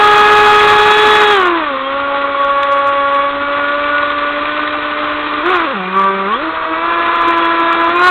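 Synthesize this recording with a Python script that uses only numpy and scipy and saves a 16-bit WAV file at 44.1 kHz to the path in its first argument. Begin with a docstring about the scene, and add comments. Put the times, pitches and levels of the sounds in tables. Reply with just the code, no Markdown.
"""A model boat's brushless motor whines across a lake, a hand's reach from a camera's microphone on the hull.
Harmonics of the turning shaft glide through the hull's resonances as the motor runs at full throttle,
eases off, blips, almost idles and climbs again; the drive line rattles once every second turn.
Water rushes, drums and slaps under the hull, and spray hisses and ticks on the deck.
This close, the loudest stretches overload the camera."""
import sys
import numpy as np
from scipy.fft import rfft, irfft, next_fast_len
from scipy.io import wavfile
from scipy.ndimage import map_coordinates

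SR = 44100
rng = np.random.default_rng(int(sys.argv[2]) if len(sys.argv) > 2 else 0)


def materialize(psi):
    """Save the field psi as 16-bit PCM at rate SR to the path in sys.argv[1].

    A 1-D psi becomes a single channel; in a 2-D psi each row is a channel.
    """
    bounded = np.clip(np.atleast_2d(psi).T, -1, 1)
    quanta = np.round(bounded * 32767).astype(np.int16)
    wavfile.write(sys.argv[1], SR, quanta)


N = 357210
TIME = np.arange(N) / SR


def amp(db):
    """Decibels to gain."""
    return 10 ** (np.asarray(db) / 20)


def unit(x):
    """Scale to rms 1."""
    return x / np.sqrt(np.mean(x ** 2) + 1e-20)


def level_at(spectrum, hz):
    """A spectrum's level in dB, read on a log frequency axis."""
    freqs, levels = np.transpose(spectrum)
    return np.interp(np.log(hz + 1), np.log(freqs + 1), levels)


def curves(rows, at=TIME):
    """One curve for each column after the first, read at the given times or speeds."""
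    axis, *columns = np.transpose(rows)
    return [np.interp(at, axis, column) for column in columns]


def filtered(x, response):
    """Apply a gain that depends on frequency."""
    size = next_fast_len(N + 8192)
    return irfft(rfft(x, size) * response(np.fft.rfftfreq(size, 1 / SR)), size)[:N]


def coloured(x, spectrum):
    """Shape x by a spectrum, at rms 1."""
    return unit(filtered(x, lambda hz: amp(level_at(spectrum, hz))))


def wobble(rate):
    """A smooth random curve, rate knots a second."""
    coarse = np.arange(0, N + 32, 32)
    knots = rng.standard_normal(8192)
    return np.interp(np.arange(N), coarse, map_coordinates(knots, [coarse * rate / SR], mode="wrap"))


def add(track, start_s, sound):
    """Mix a short sound into a track."""
    part = track[round(start_s * SR):][:len(sound)]
    part += sound[:len(part)]


# Throttle moves out on the lake: t/s, new shaft speed/Hz, ramp/s
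THROTTLE_MOVES = [(0.121, 418.8, 0.16), (0.728, 424.1, 0.273), (1.138, 417.8, 0.147), (1.315, 369.5, 0.101),
                  (1.409, 321.4, 0.204), (1.591, 266.0, 0.152), (1.813, 280.3, 0.178),
                  (3.176, 291.0, 0.701), (4.321, 298.8, 0.217), (4.689, 297.2, 0.155),
                  (4.907, 298.3, 0.157), (5.427, 335.1, 0.018), (5.444, 375.7, 0.068),
                  (5.519, 328.7, 0.092), (5.649, 271.8, 0.029), (5.719, 206.6, 0.028), (5.753, 184.6, 0.05),
                  (5.866, 194.1, 0.114), (6.265, 229.8, 0.08), (6.346, 322.4, 0.091), (6.756, 339.4, 0.121),
                  (7.221, 335.1, 0.195), (7.864, 363.6, 0.202)]
def shaft(start_hz, jitter, jitter_rate):
    """Shaft speed and angle: it ramps with the throttle and trembles as the propeller bites unevenly."""
    speed, last_hz = np.full(N, start_hz), start_hz
    for start, hz, ramp_s in THROTTLE_MOVES:
        speed += (hz - last_hz) * np.clip((TIME - start) / ramp_s, 0, 1)
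        last_hz = hz
    trembling = speed * (1 + jitter * wobble(jitter_rate))
    return speed, 2 * np.pi * np.cumsum(trembling) / SR


def partial(angle, flutter_db, smear_rad, drift_rad=0.57):
    """One tone of rms 1 whose strength and phase flutter as the hull skips over ripples."""
    strength = amp(flutter_db * unit(wobble(24) + 1.2 * wobble(70)))
    drift = drift_rad * wobble(2)  # each tone's phase wanders slowly at random
    return unit(strength * np.sin(angle + smear_rad * wobble(55) + drift + rng.uniform(0, 2 * np.pi)))


# Single orders swelling or fading at the microphone: start/s, end/s, shaft order, lift/dB
ORDER_SWELLS = [(0, .65, 3, 3.5), (0, 1.4, 4, 2), (1.467, 1.58, 1, 5.5), (1.65, 1.686, 4, 7),
                (1.677, 2.502, 6, -17), (1.84, 1.888, 12, 15), (2.1, 2.17, 3, 8), (2.348, 2.97, 1, -4.5),
                (2.38, 3.29, 4, 1.7), (3.55, 4.0, 5, 4), (3.64, 5.15, 3, -7), (5.22, 5.37, 2, -7.5),
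                (5.788, 5.87, 4, 13.5), (5.95, 6.135, 6, 9), (5.95, 6.288, 4, -5), (6.308, 6.35, 5, 11),
                (6.31, 6.36, 14, 16), (6.504, 6.68, 1, -15), (6.75, 7.249, 1, -7), (6.95, 7.8, 3, 1.7),
                (7.33, 7.747, 4, 2.5), (6.85, 8.1, 5, 3)]
def swelling(order, edge_s=0.035):
    """Passing lift or dip of one shaft order, in dB."""
    return sum(db * np.clip(np.minimum(TIME - start, end - TIME) / edge_s + 0.5, 0, 1)
               for start, end, multiple, db in ORDER_SWELLS if round(multiple) == order)


# Load on the propeller, high at full throttle and in the hard turn: t/s, load/dB
PROPELLER_LOAD = [(0, 10), (.35, 10), (1.3, 6.5), (1.8, -8.5), (1.92, -2.5), (2.35, -3.5), (2.4, -0.5),
                  (3.27, 1), (3.31, -6.5), (3.9, -1.5), (4.7, -8), (5.4, -6.5), (5.52, 4.5), (5.7, -6),
                  (5.9, -7.5), (6, 3), (6.25, 2), (6.42, -11.5), (6.75, 0), (6.9, -0.5), (7.45, 2.5),
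                  (7.95, 2.5), (8.05, 9.5)]
# The motor's whistle at full throttle: t/s, level/dB
WHISTLE_LEVEL = [(0, -32.5), (.3, -27.5), (1.33, -21), (1.45, -41), (1.6, -83.5)]
# Hull and camera housing, between motor and microphone: f/Hz, gain/dB
HULL_RESPONSE = [(190, -23.5), (275, -28.5), (295, -26), (350, -14), (420, -8.5), (560, -6), (700, -15.5),
                 (840, -4.5), (900, -8.5), (1000, 2), (1160, 4), (1300, -5.5), (1440, 1.5), (1550, -4),
                 (1700, -4), (2100, -11.5), (2400, -5), (3100, -19), (3370, -7), (3550, -15.5),
                 (4200, -17.5)]
# Body of the whine: shaft order, level before the hull/dB, dB per dB of load, share of the throb,
# flutter/dB, phase smear/rad
LOW_ORDERS = [(1, -3.5, -0.21, 0, 1.5, .05), (2, -13, 0.6, 0.12, 2.03, 0.063), (3, -22, 1, 0, 2.12, .05),
              (4, -21.5, 0.944, 0.87, 1.4, 0.06)]
# Top of the whine: shaft order, level before the hull/dB, dB per dB of load, level on the whistle/dB
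UPPER_ORDERS = [(5, -24, 0.54, -17.5), (6, -25.5, 0.8, -7.5), (7, -26, 0.74, -15), (8, -26.5, 0.6, 2),
                (9, -34, 1.2, -3.5), (10, -29.5, 0.65, -11.5), (11, -27.5, 1.2, -27), (12, -30, 0.5, -30),
                (13, -31, -0.2, -23), (14, -36, -0.2, -25.5), (17, -41, -0.5, -29), (18, -36.5, 2, -29)]
def motor(speed, angle, spurt_db=2, spurt_rate=11):
    """Shaft orders follow the load and flare as they glide through the hull's resonances."""
    load_db, = curves(PROPELLER_LOAD)
    whistle_db, = curves(WHISTLE_LEVEL)
    throb_db = throbbing(width_s=0.017)

    def through_hull(order, db, per_load, throb_share):
        source_db = db + per_load * load_db + throb_share * throb_db + swelling(order)
        return amp(source_db + level_at(HULL_RESPONSE, order * speed))

    whine = np.zeros(N)
    for order, db, per_load, throb_share, flutter_db, smear_rad in LOW_ORDERS:
        order = round(order)
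        strength = through_hull(order, db, per_load, throb_share)
        whine += strength * partial(order * angle, flutter_db, smear_rad)
    for order, db, per_load, whistle_share_db in UPPER_ORDERS:
        order = round(order)
        spurts = unit(amp(spurt_db * wobble(spurt_rate)))
        spurting = spurts * through_hull(order, db, per_load, throb_share=0.15)
        strength = np.hypot(spurting, amp(whistle_db + whistle_share_db))  # the two add in power
        whine += strength * partial(order * angle, flutter_db=2.5, smear_rad=0.1)
    return whine


# The drive line, close to the microphone: t/s, level/dB
RATTLE_LEVEL = [(0, -43.5), (2, -51.5), (3.2, -51.5), (3.9, -44.5), (5.3, -36), (6.1, -63.5), (6.6, -34.5),
                (7.2, -35.5), (8.1, -37.5)]
# Its tones: shaft order, relative level/dB
HALF_ORDERS = [(.5, -17), (1.5, 0.5), (2.5, -10.5), (3.5, 7.5), (4.5, -3.5)]
def rattle(angle):
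    """The drive line rattles every second turn, making rough tones halfway between the shaft orders."""
    level_db, = curves(RATTLE_LEVEL)
    tones = sum(amp(db) * partial(round(2 * order) / 2 * angle, flutter_db=4, smear_rad=0.54)
                for order, db in HALF_ORDERS)
    return amp(level_db) * tones


# Water around the boat, louder at speed: shaft speed/Hz, rush/dB, spray/dB, drumming/dB
WATER_LEVELS = [(191, -23.5, -26.5, -49.5), (287.5, -22.5, -25, -42), (341.2, -17.5, -22, -42),
                (421.5, -12.5, -14, -45)]
# Rougher patches of the lake throw more spray: t/s, lift/dB
ROUGH_PATCHES = [(0, 0), (1.8, 1), (2.4, 0.4), (3.3, 0.4), (3.8, 2.3), (4.2, 3), (4.7, 2.8), (5.1, 2.5),
                 (5.5, 2), (5.9, 2), (6.2, 1), (6.38, 1.5), (6.7, -4), (7.05, 2), (7.5, 1.4), (7.9, -0.5)]
# The rush under the hull, just below the microphone: f/Hz, relative level/dB
RUSH_SPECTRUM = [(60, -37), (150, -27.5), (230, -17.5), (310, -11), (395, -11), (520, -13), (720, -12.5),
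                 (900, -7.5), (1050, -2.5), (1170, 2.5), (1300, -2), (1470, -2.5), (1700, -10.5),
                 (4000, -41.5)]
# Spray on the deck beside the microphone: f/Hz, relative level/dB
SPRAY_SPECTRUM = [(800, -20.5), (1500, -21), (1850, 3), (2100, -3), (2400, -1), (2750, -3.5), (3000, -7),
                  (3350, -3.5), (3750, -7.5), (4100, -13), (4500, -10.5)]
def water(speed, angle, churn, rush_lumps_db, spray_lumps_db, impacts_per_s, impacts_db):
    """Water rushes under the hull, chopped by the propeller; spray is a hiss full of tiny impacts."""
    rush_db, spray_db, _ = curves(WATER_LEVELS, at=speed)
    rough_db, = curves(ROUGH_PATCHES)
    chop = 1 + churn * np.cos(angle)
    bumps = wobble(45)  # the larger bumps reach both rush and spray
    flow = rng.standard_normal(N) * chop
    rush_lumps = amp(rush_lumps_db * unit(bumps + wobble(130)))
    rush = coloured(flow * rush_lumps, RUSH_SPECTRUM)
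    impacts = (rng.random(N) < impacts_per_s / SR) * rng.standard_normal(N)
    mist = rng.standard_normal(N) + amp(impacts_db) * unit(impacts)
    spray_lumps = amp(spray_lumps_db * unit(bumps / 2 + wobble(110)))
    spray = coloured(mist * chop * spray_lumps, SPRAY_SPECTRUM)
    return amp(rush_db + 0.45 * rough_db) * rush + amp(spray_db + rough_db) * spray


# The hull's rumble under the camera: f/Hz, relative level/dB
DRUM_SPECTRUM = [(12, -4.5), (28, 3), (55, -3.5), (102, 1.5), (145, -16.5), (250, -26)]
def drumming(speed):
    """The hull rumbles faintly on the ripples."""
    _, _, level_db = curves(WATER_LEVELS, at=speed)
    return amp(level_db) * coloured(rng.standard_normal(N), DRUM_SPECTRUM)


# Wavelets against the hull, at close range: t/s, peak level/dB
WAVELETS = [(1.803, -16), (2.24, -12), (2.344, -6), (4.027, -14), (4.101, -13)]
def slaps(ring_hz, t60, rise_s):
    """A wavelet pushes softly on the hull, which rings briefly at its main resonance."""
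    track, t = np.zeros(N), np.arange(SR // 10) / SR
    envelope = (1 - np.exp(-t / rise_s)) * amp(-60 * t / t60)
    ring = envelope / envelope.max() * np.sin(2 * np.pi * ring_hz * t)
    for start, db in WAVELETS:
        add(track, start, amp(db) * ring)
    return track


# Bounces of the hull in the hard turn: t/s, lift/dB
BOUNCES = [(2.401, 6), (2.446, 4.5), (2.513, 3.5), (2.576, 8), (2.725, 8), (2.796, 5.5), (2.881, 6.5),
           (3.06, 7), (3.152, 4), (3.2, 5)]
def throbbing(width_s):
    """The whine swells at each bounce: a lift in dB, of which each order takes its share."""
    return sum(db * np.exp(-((TIME - centre) / width_s) ** 2) for centre, db in BOUNCES)


# Large drops landing near the microphone: t/s, level before colouring/dB
DECK_DROPS = [(2.632, -6), (3.841, -10), (3.982, -4), (4.029, -9), (4.103, -5), (4.456, -13.5),
              (4.676, -6.5), (5.338, -7.5), (7.103, -18.5), (7.729, -11)]
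def drops(t60):
    """Each drop strikes the deck with a very short tick, coloured like the spray."""
    track, t = np.zeros(N), np.arange(SR // 20) / SR
    for start, db in DECK_DROPS:
        add(track, start, amp(db - 60 * t / t60) * rng.standard_normal(len(t)))
    return filtered(track, lambda hz: amp(level_at(SPRAY_SPECTRUM, hz) + 6.5))


def scene():
    """Motor and water on the lake, all within a hand's reach of the microphone."""
    speed, angle = shaft(start_hz=417.1, jitter=0.0014, jitter_rate=65)
    wash = water(speed, angle, churn=0.15, rush_lumps_db=1.5, spray_lumps_db=1.27,
                 impacts_per_s=2000, impacts_db=-5.5)
    hits = slaps(ring_hz=1111, t60=0.045, rise_s=0.007) + drops(t60=0.018)
    return (motor(speed, angle) + rattle(angle) + wash + drumming(speed) + hits)[None]


# Treble of the camera on the hull: f/Hz, gain/dB
CAMERA_TREBLE = [(4100, 0), (4550, -6), (5500, -7.5), (6700, -2.5), (9500, -3), (11500, -4.5), (15000, -2)]
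def record(dry, band_hz=4050, clip_level=0.71, top_hz=15800):
    """The camera hears a narrow band and clips hard, so only the overload crackles in the treble."""
    narrow = filtered(dry[0], lambda hz: 1 / np.sqrt(1 + (hz / band_hz) ** 52))  # steep low-pass
    clipped = np.clip(narrow, -clip_level, clip_level)
    return filtered(clipped, lambda hz: amp(level_at(CAMERA_TREBLE, hz)) * (hz < top_hz))[None]


dry = scene()
out = record(dry)
materialize(out)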